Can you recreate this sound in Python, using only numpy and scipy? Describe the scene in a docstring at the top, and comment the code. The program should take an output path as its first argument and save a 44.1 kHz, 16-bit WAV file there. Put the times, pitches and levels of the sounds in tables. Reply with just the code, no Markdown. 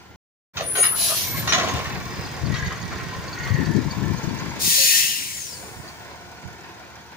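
"""Wind buffets the microphone as a diesel refuse truck pulls up; the sound cuts out briefly.
Its brake discs squeal, the steel body clanks and a valve puffs air. The engine idles, heard mostly
from the side, covers buzzing and lifting-arm links clinking. Then the parking brake dumps its air:
a loud blast, and a thin bleed with a falling whistle. The idle ends a little duller and quieter."""
import sys
import numpy as np
from scipy import signal
from scipy.fft import rfft, irfft, next_fast_len
from scipy.io import wavfile
from scipy.ndimage import uniform_filter1d, map_coordinates

SR = 44100
rng = np.random.default_rng(int(sys.argv[2]) if len(sys.argv) > 2 else 0)


def unload_wav(signal):
    """Save mono or channel-first audio to the path in sys.argv[1] as 16-bit WAV at rate SR, clipped to [-1, 1]."""
    wavfile.write(
        sys.argv[1],
        SR,
        np.round(np.clip(np.atleast_2d(signal).T, -1, 1) * 32767).astype(np.int16),
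    )


N = 316152
TIME = np.arange(N) / SR
DUMP_S = 4.59  # the parking brake valve opens

# how alike the truck sounds left and right: (frequency [Hz], likeness [0-1])
TRUCK_LIKENESS = [(100, 1), (500, 0.68), (1200, 0.45), (2500, 0.5), (7000, 0.072), (14000, 0.42)]


def amp(db):
    """Decibels to gain."""
    return 10 ** (np.asarray(db) / 20)


def unit(x):
    """Scale so that the mean of the channels has rms 1."""
    return x / np.sqrt(np.mean(np.atleast_2d(x).mean(0) ** 2) + 1e-20)


def along(points, hz):
    """Read (frequency, value) points on a log axis."""
    knots_hz, values = np.transpose(points)
    return np.interp(np.log(hz + 1), np.log(knots_hz + 1), values)


def curves(rows):
    """Automation: one value per sample for each column after the time."""
    times, *columns = np.transpose(rows)
    return [np.interp(TIME, times, column) for column in columns]


def wobble(rate):
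    """A smooth random curve, rate knots a second."""
    return map_coordinates(rng.standard_normal(int(N * rate / SR) + 4), [TIME * rate], order=3)


def swell(start, length, rise, t60):
    """Attack, hold and release, all in seconds."""
    age = np.maximum(TIME - start, 0)
    return (1 - np.exp(-age / rise)) * amp(-60 * np.maximum(age - length, 0) / t60)


def filtered(x, response):
    """x through a complex frequency response."""
    size = next_fast_len(N + 8192)
    return irfft(rfft(x, size) * response(np.fft.rfftfreq(size, 1 / SR)), size)[..., :N]


def lowpass(x, edge_hz, slope):
    """Roll off the top at about 6 * slope dB an octave."""
    return filtered(x, lambda hz: 1 / (1 + (hz / edge_hz) ** slope))


def coloured(x, spectrum):
    """x through a (frequency, level) EQ curve, cut away below its first point, at rms 1."""
    low_hz = spectrum[0][0]
    return unit(filtered(x, lambda hz: amp(along(spectrum, hz)) * np.minimum(hz / low_hz, 1) ** 2))


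def resonance(hz, centre, width):
    """Complex response of one ringing mode."""
    return 1j * hz * width / (centre ** 2 - hz ** 2 + 1j * hz * width)


def stereo_noise(likeness):
    """White noise whose two sides match by (frequency, likeness) points."""
    def mid_side(hz):
        angle = np.arccos(np.clip(along(likeness, hz), 0, 1)) / 2
        return np.array([np.cos(angle), np.sin(angle)])
    mid, side = filtered(rng.standard_normal((2, N)), mid_side)
    return np.array([mid + side, mid - side])


def lagged(x, lag_ms):
    """Place by arrival time: a positive lag reaches the left later."""
    shift = lag_ms / 1000 * SR / 2  # half to each side
    return np.array([map_coordinates(channel, [np.arange(N) + way * shift], order=5)
                     for channel, way in zip(x, (-1, 1))])


def panned(x, pan_db):
    """Place by level: positive is louder on the left, total power kept."""
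    gains = np.array([amp(pan_db / 2), amp(-pan_db / 2)]).reshape(2, -1)
    return x * gains / np.sqrt(np.mean(gains ** 2, 0))


def patchy(x, depth_db, bins=3, frames=11):
    """Shifting reflections: narrow bands swell and fade at random."""
    bands = signal.stft(x, nperseg=1024)[2]
    field = rng.standard_normal(bands.shape[1:])
    field = uniform_filter1d(uniform_filter1d(field, bins, axis=0), frames, axis=1)
    return signal.istft(bands * amp(depth_db * field / field.std()), nperseg=1024)[1][:, :N]


def street(x):
    """Short reverb: scatter from pavement, house fronts and the truck's own sides."""
    # reverb decay: (frequency [Hz], t60 [s])
    decay = [(200, 0.12), (2000, 0.24), (10000, 0.35)]
    hz, t, bands = signal.stft(rng.standard_normal((2, SR // 2)), SR, nperseg=256)
    tail = signal.istft(bands * amp(-60 * t / along(decay, hz)[:, None]), SR, nperseg=256)[1]
    return signal.fftconvolve(x, tail / np.linalg.norm(tail[0]), axes=1)[:, :N]


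def wind(lump_db=3, tilt=.31, deep_db=1):
    """Eddies buffet each microphone port on its own; hard gusts sound brighter."""
    # steady wind bed: (time [s], level [dB])
    breeze = [(0, -56), (.3, -52), (.6, -43.5), (1.05, -46), (1.35, -37), (3.1, -40), (4.55, -44),
              (4.74, -68), (5.35, -52.5), (5.7, -49), (7.17, -55.5)]
    # gusts: (start [s], length [s], level [dB], left over right [dB], brightness [dB])
    gusts = [(0.55, 0.083, -42, -22, -1), (1.32, 0.13, -32, 4, -3.5), (1.47, 0.23, -40, -19, 4.5),
             (1.712, 0.046, -29.5, 20, -6), (1.905, 0.09, -35, 21, -1), (2.158, 0.033, -35, -18, -2),
             (2.408, 0.12, -25.5, 26, -2.5), (2.585, 0.09, -33.5, 2, -14), (2.764, 0.31, -39, -8, -3.5),
             (3.15, 0.034, -38, 16, -14), (3.391, .09, -37, 15, -10), (3.488, 0.055, -25, 33, -12.5),
             (3.564, 0.062, -26, 30, 10), (3.661, 0.034, -20.5, 30, -2.5), (3.733, 0.051, -23, 32, 8),
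             (3.823, 0.067, -27.5, 22, -2.5), (3.942, 0.2, -26, 30, 0), (4.217, 0.125, -29.5, 26, 3),
             (4.365, 0.2, -35.5, 27, 4), (4.612, 0.071, -34.5, 31, 4), (4.765, 0.52, -50.5, 17, 5.5),
             (5.744, 0.055, -42, -9, -5), (6.425, 0.044, -40, -22, -14)]
    # colour of the buffeting: (frequency [Hz], level [dB])
    rumble_eq = [(15, -59), (25, -29), (70, -1), (139, 3.5), (186, 2), (253, -2.5), (301, -2), (357, -8),
                 (392, -11.5), (600, -32), (780, -72), (1320, -120)]
    power, bright_db = amp(curves(breeze)[0]) ** 2, 0
    for start, length, db, pan_db, gust_bright_db in gusts:
        gust = swell(start, length, rise=.014, t60=.26)
        power = power + panned(amp(db) * gust, pan_db) ** 2
        bright_db = bright_db + gust_bright_db * gust
    strength_db = 10 * np.log10(power) + np.array([wobble(13), wobble(23)])
    lumps = amp(lump_db * np.array([wobble(60), wobble(60)]))
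    buffet = coloured(lumps * stereo_noise([(50, .38), (400, .14)]), rumble_eq)
    # level out the slow swings, keeping only the quick eddies
    slow_power = np.abs(uniform_filter1d(buffet ** 2, size=SR // 16))
    buffet = unit(buffet / np.sqrt(slow_power + 1e-9))
    deep = lowpass(buffet, 165, slope=4)
    lift_db = tilt * np.clip(strength_db + 20, -12, 10) + bright_db
    return amp(strength_db) * (deep * amp(deep_db - .44 * lift_db) + (buffet - deep) * amp(lift_db))


def blows(firings, decay, scatter_db, floor, rise=.52):
    """One pulse per firing from six unequal cylinders over a steady floor; times are in firings."""
    cylinder_db = np.array([1.5, -4, 0, -7, .5, -4])
    index = firings.astype(int)
    size = amp(cylinder_db[index % 6] + scatter_db * rng.standard_normal(400)[index])
    age = firings - index
    return unit(floor + size * np.exp(-age / decay) * np.minimum(age / rise, 1))


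def block_ring(drive):
    """The firings ring the engine block."""
    # block modes: (frequency [Hz], width [Hz], level [dB])
    modes = [(1046, 25, -7.5), (1800, 40, 5), (1884, 41, -2), (2280, 37, 3.5)]
    strikes = stereo_noise(TRUCK_LIKENESS) * drive
    return unit(filtered(strikes, lambda f: sum(amp(db) * resonance(f, hz, w) for hz, w, db in modes)))


def covers(drive, width_hz=110):
    """The firings set thin covers buzzing and, late on, the grille ringing; each comes and goes at its own
    pitch."""
    # cover buzzes, the last three rows grille resonances: (start [s], length [s], pitch [Hz], level [dB])
    buzzes = [(1.52, 0.19, 1060, -33.5), (1.807, 0.04, 1830, -42), (1.963, 0.58, 1915, -52),
              (1.947, 0.34, 1118, -47), (2.487, 0.2, 1946, -37.5), (2.54, 0.074, 1633, -37),
              (2.49, 1.2, 1047, -47), (2.766, 0.39, 1884, -46), (3.31, 0.12, 1446, -40.5),
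              (3.357, 0.27, 1884, -37), (3.362, 0.18, 2120, -42), (3.524, 0.21, 1763, -40),
              (3.4, 1.14, 915, -46), (3.856, 0.53, 1052, -48), (4.011, 0.056, 1755, -41),
              (5.555, 1.44, 716, -53.5), (5.55, 1.8, 910, -57), (5.553, 1.96, 1480, -55.5)]
    out = np.zeros((2, N))
    for start, length, hz, db in buzzes:
        ring = filtered(stereo_noise(TRUCK_LIKENESS) * drive, lambda f: resonance(f, hz, width_hz) ** 2)
        out += amp(db) * swell(start, length, rise=.02, t60=.45) * unit(ring)
    return out


def rattle(firings, chance=.45, spread_db=4, detune=.018, t60=.045, bounce_s=.006):
    """Now and then a firing sets a loose fitting chattering; no two contacts ring quite alike."""
    # loose fittings: (pitch [Hz])
    pitches = [1126, 1340, 1668, 1750, 1870, 2267, 3470, 4340, 5460, 5800, 6460]
    starts = np.flatnonzero(np.diff(firings.astype(int)))
    t = np.arange(SR // 32) / SR
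    out = np.zeros(N + SR)
    for hz in pitches:
        shaken = starts[rng.random(len(starts)) < chance]
        for bounce in range(2):
            size, bend, late = rng.standard_normal((3, len(shaken), 1))
            delay = (SR * bounce_s * (bounce + np.abs(late))).astype(int)
            at = shaken[:, None] + delay + np.arange(len(t))
            ring = np.sin(2 * np.pi * hz * (1 + detune * bend) * t) * amp(spread_db * size - 60 * t / t60)
            gain = np.sqrt(pitches[0] / hz) * .5 ** bounce
            out += gain * np.bincount(at.ravel(), ring.ravel(), len(out))
    return unit(out[:N])


def hum(firings):
    """Exhaust and gears sing wavering tones that follow the engine speed."""
    # engine orders: (frequency [multiples of the firing rate], level [dB])
    orders = [(2, -55), (3, -56), (5, -60), (9.33, -56), (18.5, -61), (24.43, -60), (27.93, -61),
              (36.66, -59), (48.85, -68), (61.1, -68)]
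    return np.sqrt(2) * sum(
        amp(db + 1.9 * wobble(23)) * np.sin(2 * np.pi * order * firings + .5 * wobble(7.9))
        for order, db in orders)


def engine(dip_db=9.5, flank_db=-1, grille_db=-4, ring_db=-14, tick_db=-8, rattle_db=-4):
    """Combustion knocks the block, injectors tick, fittings rattle, exhaust and gears hum."""
    # engine fader: (time [s], level [dB])
    fader = [(0, -46.5), (.2, -49), (.55, -40), (1.25, -37), (1.65, -29.5), (2, -35.5), (3.2, -37),
             (4.55, -36), (5.65, -41.5), (7.17, -45)]
    # engine speed: (time [s], firing rate [1/s])
    speed = [(0, 38), (2, 38), (2.6, 39.2), (3.5, 38.2), (4.3, 37.6), (7.2, 37.5)]
    # tone blend, mostly the side: (time [s], share of the duller grille sound [0-1])
    grille_share = [(.2, 0.64), (.5, 0), (4.4, 0.15), (5.2, 0.26)]
    # combustion from the side: (frequency [Hz], level [dB])
    flank_eq = [(150, -4), (250, -3.5), (420, 3), (560, 0.5), (700, 1), (900, 0), (1040, 3.5), (1210, -4),
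                (1600, 0.5), (2100, -2), (2420, -2.5), (3000, -8.5), (5000, -8), (6500, -51)]
    # combustion through the grille: (frequency [Hz], level [dB])
    grille_eq = [(120, -42), (200, -0.5), (270, -3), (352, -3), (510, -23.5), (620, -16), (715, -4.5),
                 (800, -3.5), (900, -1.5), (1040, -1.5), (1130, -13.5), (1260, -29.5), (1390, -2.5),
                 (1570, -8), (1760, -16), (2230, -14.5), (2550, -33), (3000, -12.5), (4490, -33),
                 (6000, -62.5)]
    # injector tick: (frequency [Hz], level [dB])
    tick_eq = [(1800, -38), (3000, -3), (4500, -4.5), (5700, 2), (6700, 0), (8000, -9), (11000, -14),
               (13700, -17.5), (15200, 0.5), (16000, -32)]
    share, = curves(grille_share)
    # the engine ducks under the air blast
    level_db = curves(fader)[0] - dip_db * swell(DUMP_S, .86, rise=.12, t60=.69)
    treble_db = level_db + tick_db - 15 * share
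    firings = np.cumsum(curves(speed)[0]) / SR
    knock = blows(firings, decay=.5, scatter_db=2.5, floor=1)
    # at the grille the fan's steady rush covers much of the knock
    soft_knock = blows(firings, decay=.4, scatter_db=3, floor=2)
    injections = blows(firings, decay=.22, scatter_db=3, floor=.6 + 1.2 * share, rise=.06)
    churn_db = wobble(16) * (1 - .5 * share)
    flank = coloured(patchy(stereo_noise(TRUCK_LIKENESS) * knock, depth_db=2.2), flank_eq)
    grille = coloured(patchy(stereo_noise(TRUCK_LIKENESS) * soft_knock, depth_db=1), grille_eq)
    blend = amp(flank_db) * np.sqrt(1 - share) * flank + amp(grille_db) * np.sqrt(share) * grille
    body = amp(level_db + churn_db) * blend
    clatter = blows(firings, decay=.3, scatter_db=2.5, floor=.2)
    ringing = amp(level_db + ring_db - 11 * share) * block_ring(clatter) + covers(clatter)
    spray = patchy(stereo_noise(TRUCK_LIKENESS) * injections, depth_db=1.9, bins=5, frames=3)
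    ticks = amp(treble_db) * coloured(spray, tick_eq)
    fittings = amp(treble_db + rattle_db - 17 * share) * rattle(firings)
    tones = amp(.82 * (level_db + 38.5)) * hum(firings)
    return body + ringing + ticks + fittings + tones


def clinks(level_db=-12.5, wet_db=-8, upper_hz=5200, t60=.042, bounce_s=.005):
    """The engine rocks the lifting arm's loose links; each bounces three times, never quite alike."""
    # clinks: (time [s], level [dB], upper modes [dB])
    hits = [(2.25, -25, -11), (2.455, -25, -8), (2.536, -22, -6), (2.583, -30, 7), (2.632, -32, -2),
            (2.657, -25, 0), (2.758, -35, 6), (2.813, -29.5, 5), (2.917, -30, -4), (2.966, -30, -12),
            (3.226, -35, -2), (3.277, -24, -2), (3.328, -20.5, -10), (3.384, -31.5, 8),
            (3.434, -26.5, -0.5), (3.486, -29, -4), (3.539, -28.5, 3), (3.647, -27, -4), (3.749, -27, -10),
            (3.908, -24, -2), (4.173, -29, 5.5), (4.229, -33, 10), (4.283, -30, -4), (4.385, -28.5, 4.5),
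            (4.492, -32, 8), (5.876, -26.5, -8), (5.895, -37, -6)]
    # link modes: (frequency [Hz], level [dB])
    modes = [(4280, -3.5), (4560, 1.5), (4900, -9), (5450, -10), (6250, -5), (6560, 0), (7100, -13)]
    hz, mode_db = np.transpose(modes)[:, :, None]
    t = np.arange(SR // 12) / SR
    attack = 1 - np.exp(-t / .0006)
    out = np.zeros((2, N))
    for start, db, upper_db in hits:
        for bounce in range(3):
            strength, detune, phase, left, right = rng.standard_normal((5, len(modes), 1))
            strike_db = db + mode_db + upper_db * (hz > upper_hz) + 2 * strength - bounce
            envelope = attack * amp(strike_db - 60 * t / t60)
            cycles = hz * (1 + .012 * detune) * t + phase
            swing = np.sin(2 * np.pi * cycles + .7 * np.array([left, right]))
            at = start + bounce_s * (bounce + .5 * rng.random())
            out[:, round(at * SR):][:, :len(t)] += (envelope * swing).sum(1)
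    return amp(level_db) * (out + amp(wet_db) * street(out))


def clanks(level_db=-2, ring_db=-7, rise=.0015, t60=.23, rebound_s=.013, rebound_db=-4):
    """Loose steel strikes twice a knock, chattering and ringing the body's modes at new strengths."""
    # body and lifting arm knocks: (time [s], level [dB], treble [dB], boom [dB])
    knocks = [(0.568, -33, 9, 2), (.595, -37.5, 8, 16.5), (.752, -22.5, -1, -4), (.772, -28, 4, 7),
              (.828, -23.5, 0, -7), (.838, -23.5, -0.5, -11), (1.474, -20.5, 1, -2),
              (1.521, -16.5, 4.5, -3), (1.533, -20, -3.5, -11), (1.55, -28, 0, 10), (1.583, -20.5, -1.5, 0),
              (1.63, -36.5, 8.5, 16), (1.673, -31.5, 7.5, 13.5), (1.751, -34.5, 6, 13),
              (1.855, -31, -7, -6), (1.925, -39, -17, 10), (2.54, -28.5, -1, -18), (2.582, -39, -3, -10),
              (2.657, -43, 6, -8), (2.704, -29.5, -14, -1), (2.912, -34, -22, 7), (2.998, -31, -21, -6),
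              (3.463, -30.5, -11, -6), (4.228, -43, -16, -3)]
    # panel chatter: (frequency [Hz], level [dB])
    panel_eq = [(120, -34), (250, -9), (420, 6), (520, -1.5), (720, 7), (920, -15), (1150, 11.5),
                (1500, 5.5), (2200, 7), (3600, 3.5), (5400, -2.5), (6600, 1.5), (8000, -20), (16000, -29)]
    # body and arm modes: (frequency [Hz], spread [Hz], level [dB])
    modes = [(473, 127, -7), (753, 110, 0), (1067, 130, 1), (1335, 178, -0.5), (1595, 200, -1),
             (1905, 122, 1.5), (2180, 270, -3.5), (3030, 360, -1), (3725, 373, 0), (4200, 500, -2),
             (5800, 730, -2)]
    boom_hz, treble_hz = 900, 2500
    hz, spread, mode_db = np.transpose(modes)[:, :, None]
    t = np.arange(SR // 3) / SR
    band_power, ring = np.zeros((3, N)), np.zeros((2, N))
    for start, db, treble_db, boom_db in knocks:
        for bounce in range(2):
            at = round((start + bounce * rebound_s) * SR)
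            attack = amp(db + bounce * rebound_db) * (1 - np.exp(-t / rise))
            burst = attack * amp(-60 * t / t60)
            band_power[:, at:at + len(t)] += np.outer(amp([boom_db, 0, treble_db]), burst) ** 2
            strength, detune, phase = rng.standard_normal((3, len(modes), 1))
            swing = np.sin(2 * np.pi * ((hz + .5 * spread * detune) * t + phase))
            colour_db = boom_db * (hz < boom_hz) + treble_db * (hz > treble_hz)
            partials = amp(mode_db + colour_db + 2 * strength - 60 * t / (.5 * t60)) * swing
            ring[:, at:at + len(t)] += amp(ring_db) * attack * partials.sum(0)
    grit = patchy(stereo_noise(TRUCK_LIKENESS), depth_db=5) * amp(2.34 * wobble(300))
    steel = coloured(grit, panel_eq)
    boom, low = lowpass(steel, boom_hz, slope=4), lowpass(steel, treble_hz, slope=4)
    bands = boom, low - boom, steel - low
    chatter = sum(band * np.sqrt(power) for band, power in zip(bands, band_power))
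    return amp(level_db) * (chatter + ring + street(ring))


def squeals(main_db=3.5, chirp_db=3, wet_db=-9):
    """Stick-slip holds one brake mode and catches others briefly; each bends and flutters on its own."""
    # main squeal: (time [s], pitch [Hz], level [dB])
    main = [(.62, 9480, -44), (.68, 9740, -28), (.76, 9820, -28), (.8, 9690, -19), (.87, 9830, -20),
            (.92, 10150, -23), (.96, 10220, -26), (1.03, 10140, -21), (1.15, 9830, -32)]
    # other brake modes and dry joints:
    # (start [s], length [s], pitch [Hz], glide [Hz], level [dB], phase jitter [rad])
    chirps = [(.525, .05, 15100, 0, -47, .5), (.58, .15, 540, -200, -41, 1.3),
              (.768, .045, 540, 60, -33.5, 1.1), (.825, .05, 5060, 0, -35, .6),
              (.58, .14, 14550, -450, -47.5, .6), (.65, .13, 13950, -400, -49, .7),
              (.68, .08, 10980, 100, -43, .5), (.72, .17, 14700, 650, -36.5, .6),
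              (.74, .22, 12110, 300, -36.5, .6), (.765, .08, 6640, -80, -32, .6),
              (.82, .13, 10500, 0, -35, .7), (.9, .11, 13480, -100, -35, .5),
              (.918, .05, 1345, 110, -33, 1.1), (1.003, .028, 680, 0, -37.5, .5),
              (1.036, .05, 670, -10, -41.5, .6), (1.05, .08, 10950, -200, -32, .7),
              (1.092, .062, 650, 60, -35, .5), (1.09, .06, 1220, 30, -35, .8), (1.1, .06, 8130, 0, -37, .6),
              (1.16, .04, 12740, -200, -32, .6), (1.215, .06, 12120, -220, -32, .5),
              (1.255, .105, 12000, 0, -29.5, .4), (1.35, .08, 12060, 120, -32.5, .4),
              (1.16, .28, 2200, -70, -42, 1), (1.36, .045, 2160, 0, -37, .5),
              (1.34, .035, 1090, 0, -38, .6), (1.43, .06, 1070, 0, -37, .6), (2.22, .08, 4980, 0, -46, .7),
              (1.488, .03, 5780, 0, -23, .4), (1.68, .04, 6420, -80, -37, .5),
              (2.02, .38, 5020, -80, -49.5, 1.1), (3.125, .045, 1033, 0, -35, .5),
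              (3.902, .022, 4600, 0, -39, .4)]
    pitch, level_db = curves(main)
    held = swell(main[0][0], main[-1][0] - main[0][0], rise=.0035, t60=.099)
    flutter = amp(2 * wobble(140) + 2 * wobble(45))
    squeal = np.sin(2 * np.pi * np.cumsum(pitch) / SR + .55 * wobble(290))
    out = amp(level_db + main_db) * held * flutter * squeal
    for start, length, hz, glide_hz, db, jitter_rad in chirps:
        t = np.arange(round(length * SR)) / SR
        progress = t / length
        grip, jitter = [map_coordinates(rng.standard_normal(400), [t * rate]) for rate in (110, 350)]
        phase = 2 * np.pi * np.cumsum(hz + glide_hz * (progress - .5)) / SR
        envelope = amp(db + chirp_db + 3 * grip) * np.sqrt(4 * progress * (1 - progress))
        out[round(start * SR):][:len(t)] += envelope * np.sin(phase + jitter_rad * jitter)
    direct = np.array([out, out])
    return panned(direct + amp(wet_db) * street(direct), pan_db=4)


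def vent(rise=.046, t60=.47):
    """The service brake valve puffs air under the chassis."""
    # puffs: (start [s], length [s], level [dB])
    puffs = [(0.948, 0.15, -22.5), (1.13, 0.093, -27), (1.336, 0.059, -33.5)]
    # valve hiss: (frequency [Hz], level [dB])
    hiss_eq = [(1000, -47), (2300, -8), (3200, 0.5), (4600, 1.5), (6500, 1), (8000, -7), (11000, 0.5),
               (13500, -6), (15000, -2), (16000, -16.5)]
    air = patchy(stereo_noise([(2000, .17), (12000, .2)]), depth_db=3)
    envelope = sum(amp(db) * swell(start, length, rise, t60) for start, length, db in puffs)
    return envelope * amp(wobble(32.27)) * coloured(air, hiss_eq)


def edge_tone(start, length, hz, glide_hz, width_hz, db):
    """Air over an edge sings in a narrow, fluttering band that swells, glides and fades."""
    progress = np.clip((TIME - start) / length, 0, 1)
    envelope = 4 * progress * (1 - progress)
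    phase = 2 * np.pi * np.cumsum(hz + glide_hz * (progress - .5)) / SR
    breath = lowpass(stereo_noise([(100, .41)]), width_hz, slope=2)
    flutter = amp(2 * wobble(70))
    return amp(db) * envelope * unit(flutter * breath * np.sin(phase))


def hoot(start=4.772, length=.03, hz=556, sag_hz_per_s=330, db=-33):
    """The valve's exhaust pipe sounds one short, sagging, fluttering note."""
    pitch = hz - sag_hz_per_s * np.clip(TIME - start, 0, 1)
    flutter = amp(1.5 * wobble(120))
    tone = np.sin(2 * np.pi * np.cumsum(pitch) / SR + .5 * wobble(110))
    return amp(db) * swell(start, length, rise=.012, t60=.33) * flutter * tone


def air_brake(lag_ms=-.4275, shade_db=10):
    """The brake chambers empty in a turbulent jet on the left; the whistle falls with the pressure."""
    # main jet: (frequency [Hz], level [dB])
    jet_eq = [(1650, -68), (2800, -32), (3510, -6.5), (4340, -4), (4800, -6), (5200, -3), (5680, -2.5),
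              (6820, -3.5), (7940, -8.5), (9130, -6), (13400, -12.5), (14900, -6.5), (15500, -3),
              (16000, -6.5)]
    # lower roar, slow to build: (frequency [Hz], level [dB])
    roar_eq = [(1100, -31), (1500, -19), (1850, -1), (2200, -5), (2750, 1.5), (3300, -4.5), (4200, -52)]
    # thin last stream: (frequency [Hz], level [dB])
    bleed_eq = [(1200, -16), (1850, -8), (2700, -7), (3700, -3), (5000, -1.5), (7000, 2), (9500, -0.5),
                (13400, -15), (15500, 1)]
    # air singing in valve and pipe, the falling whistle last:
    # (start [s], length [s], pitch [Hz], glide [Hz], half-width [Hz], level [dB])
    whistles = [(4.74, .19, 4300, 100, 170, -27), (4.63, .5, 6900, -50, 110, -31),
                (4.89, .11, 1830, 0, 50, -35), (5, .26, 2820, -200, 90, -36),
                (5.12, .32, 2300, -700, 200, -43), (5.26, .35, 6250, -4500, 200, -39.5)]
    likeness = [(2000, .5), (7000, .45), (14000, .3)]
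    air, stream = [lagged(patchy(stereo_noise(likeness), depth_db=1.8), lag_ms) for _ in range(2)]
    jet = coloured(air, jet_eq)
    low = lowpass(jet, 8500, slope=6)
    # the microphone's housing shades the right port from the treble
    jet = panned(low, pan_db=1) + panned(jet - low, shade_db)
    blast = amp(-18) * swell(DUMP_S, .39, rise=.051, t60=.97) * jet
    roar = amp(-26) * swell(DUMP_S, .42, rise=.2, t60=.95) * coloured(air, roar_eq)
    bleed = amp(-34.5) * swell(DUMP_S, .83, rise=.051, t60=1.5) * coloured(stream, bleed_eq)
    tones = sum(edge_tone(*whistle) for whistle in whistles) + hoot()
    return blast + panned(roar, pan_db=4) + panned(bleed + tones, pan_db=3)


def scene():
    """The truck drifts a little across the stereo field; the squeals stay nearly ahead."""
    # the truck's direction: (time [s], left-side lag [ms])
    bearing = [(0, -0.11), (.5, 0.1), (1.6, 0.11), (2.3, 0.032), (3.3, 0.025), (4.3, -0.095), (5.8, -.13),
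               (7.2, -0.08)]
    truck = lagged(engine() + clanks() + clinks(), curves(bearing)[0])
    brakes = lagged(squeals(), lag_ms=.017)
    return truck + brakes + vent() + air_brake() + wind()


def record(dry, mute_s=.16, resume_s=.535, fade_s=.03, top_hz=15650):
    """The sound cuts out for a moment and fades back in; the very top is cut off."""
    gate = (TIME < mute_s) + np.clip((TIME - resume_s) / fade_s, 0, 1)
    return filtered(dry * gate, lambda hz: np.clip((top_hz - hz) / 200 + .5, 0, 1))


dry = scene()
out = record(dry)
unload_wav(out)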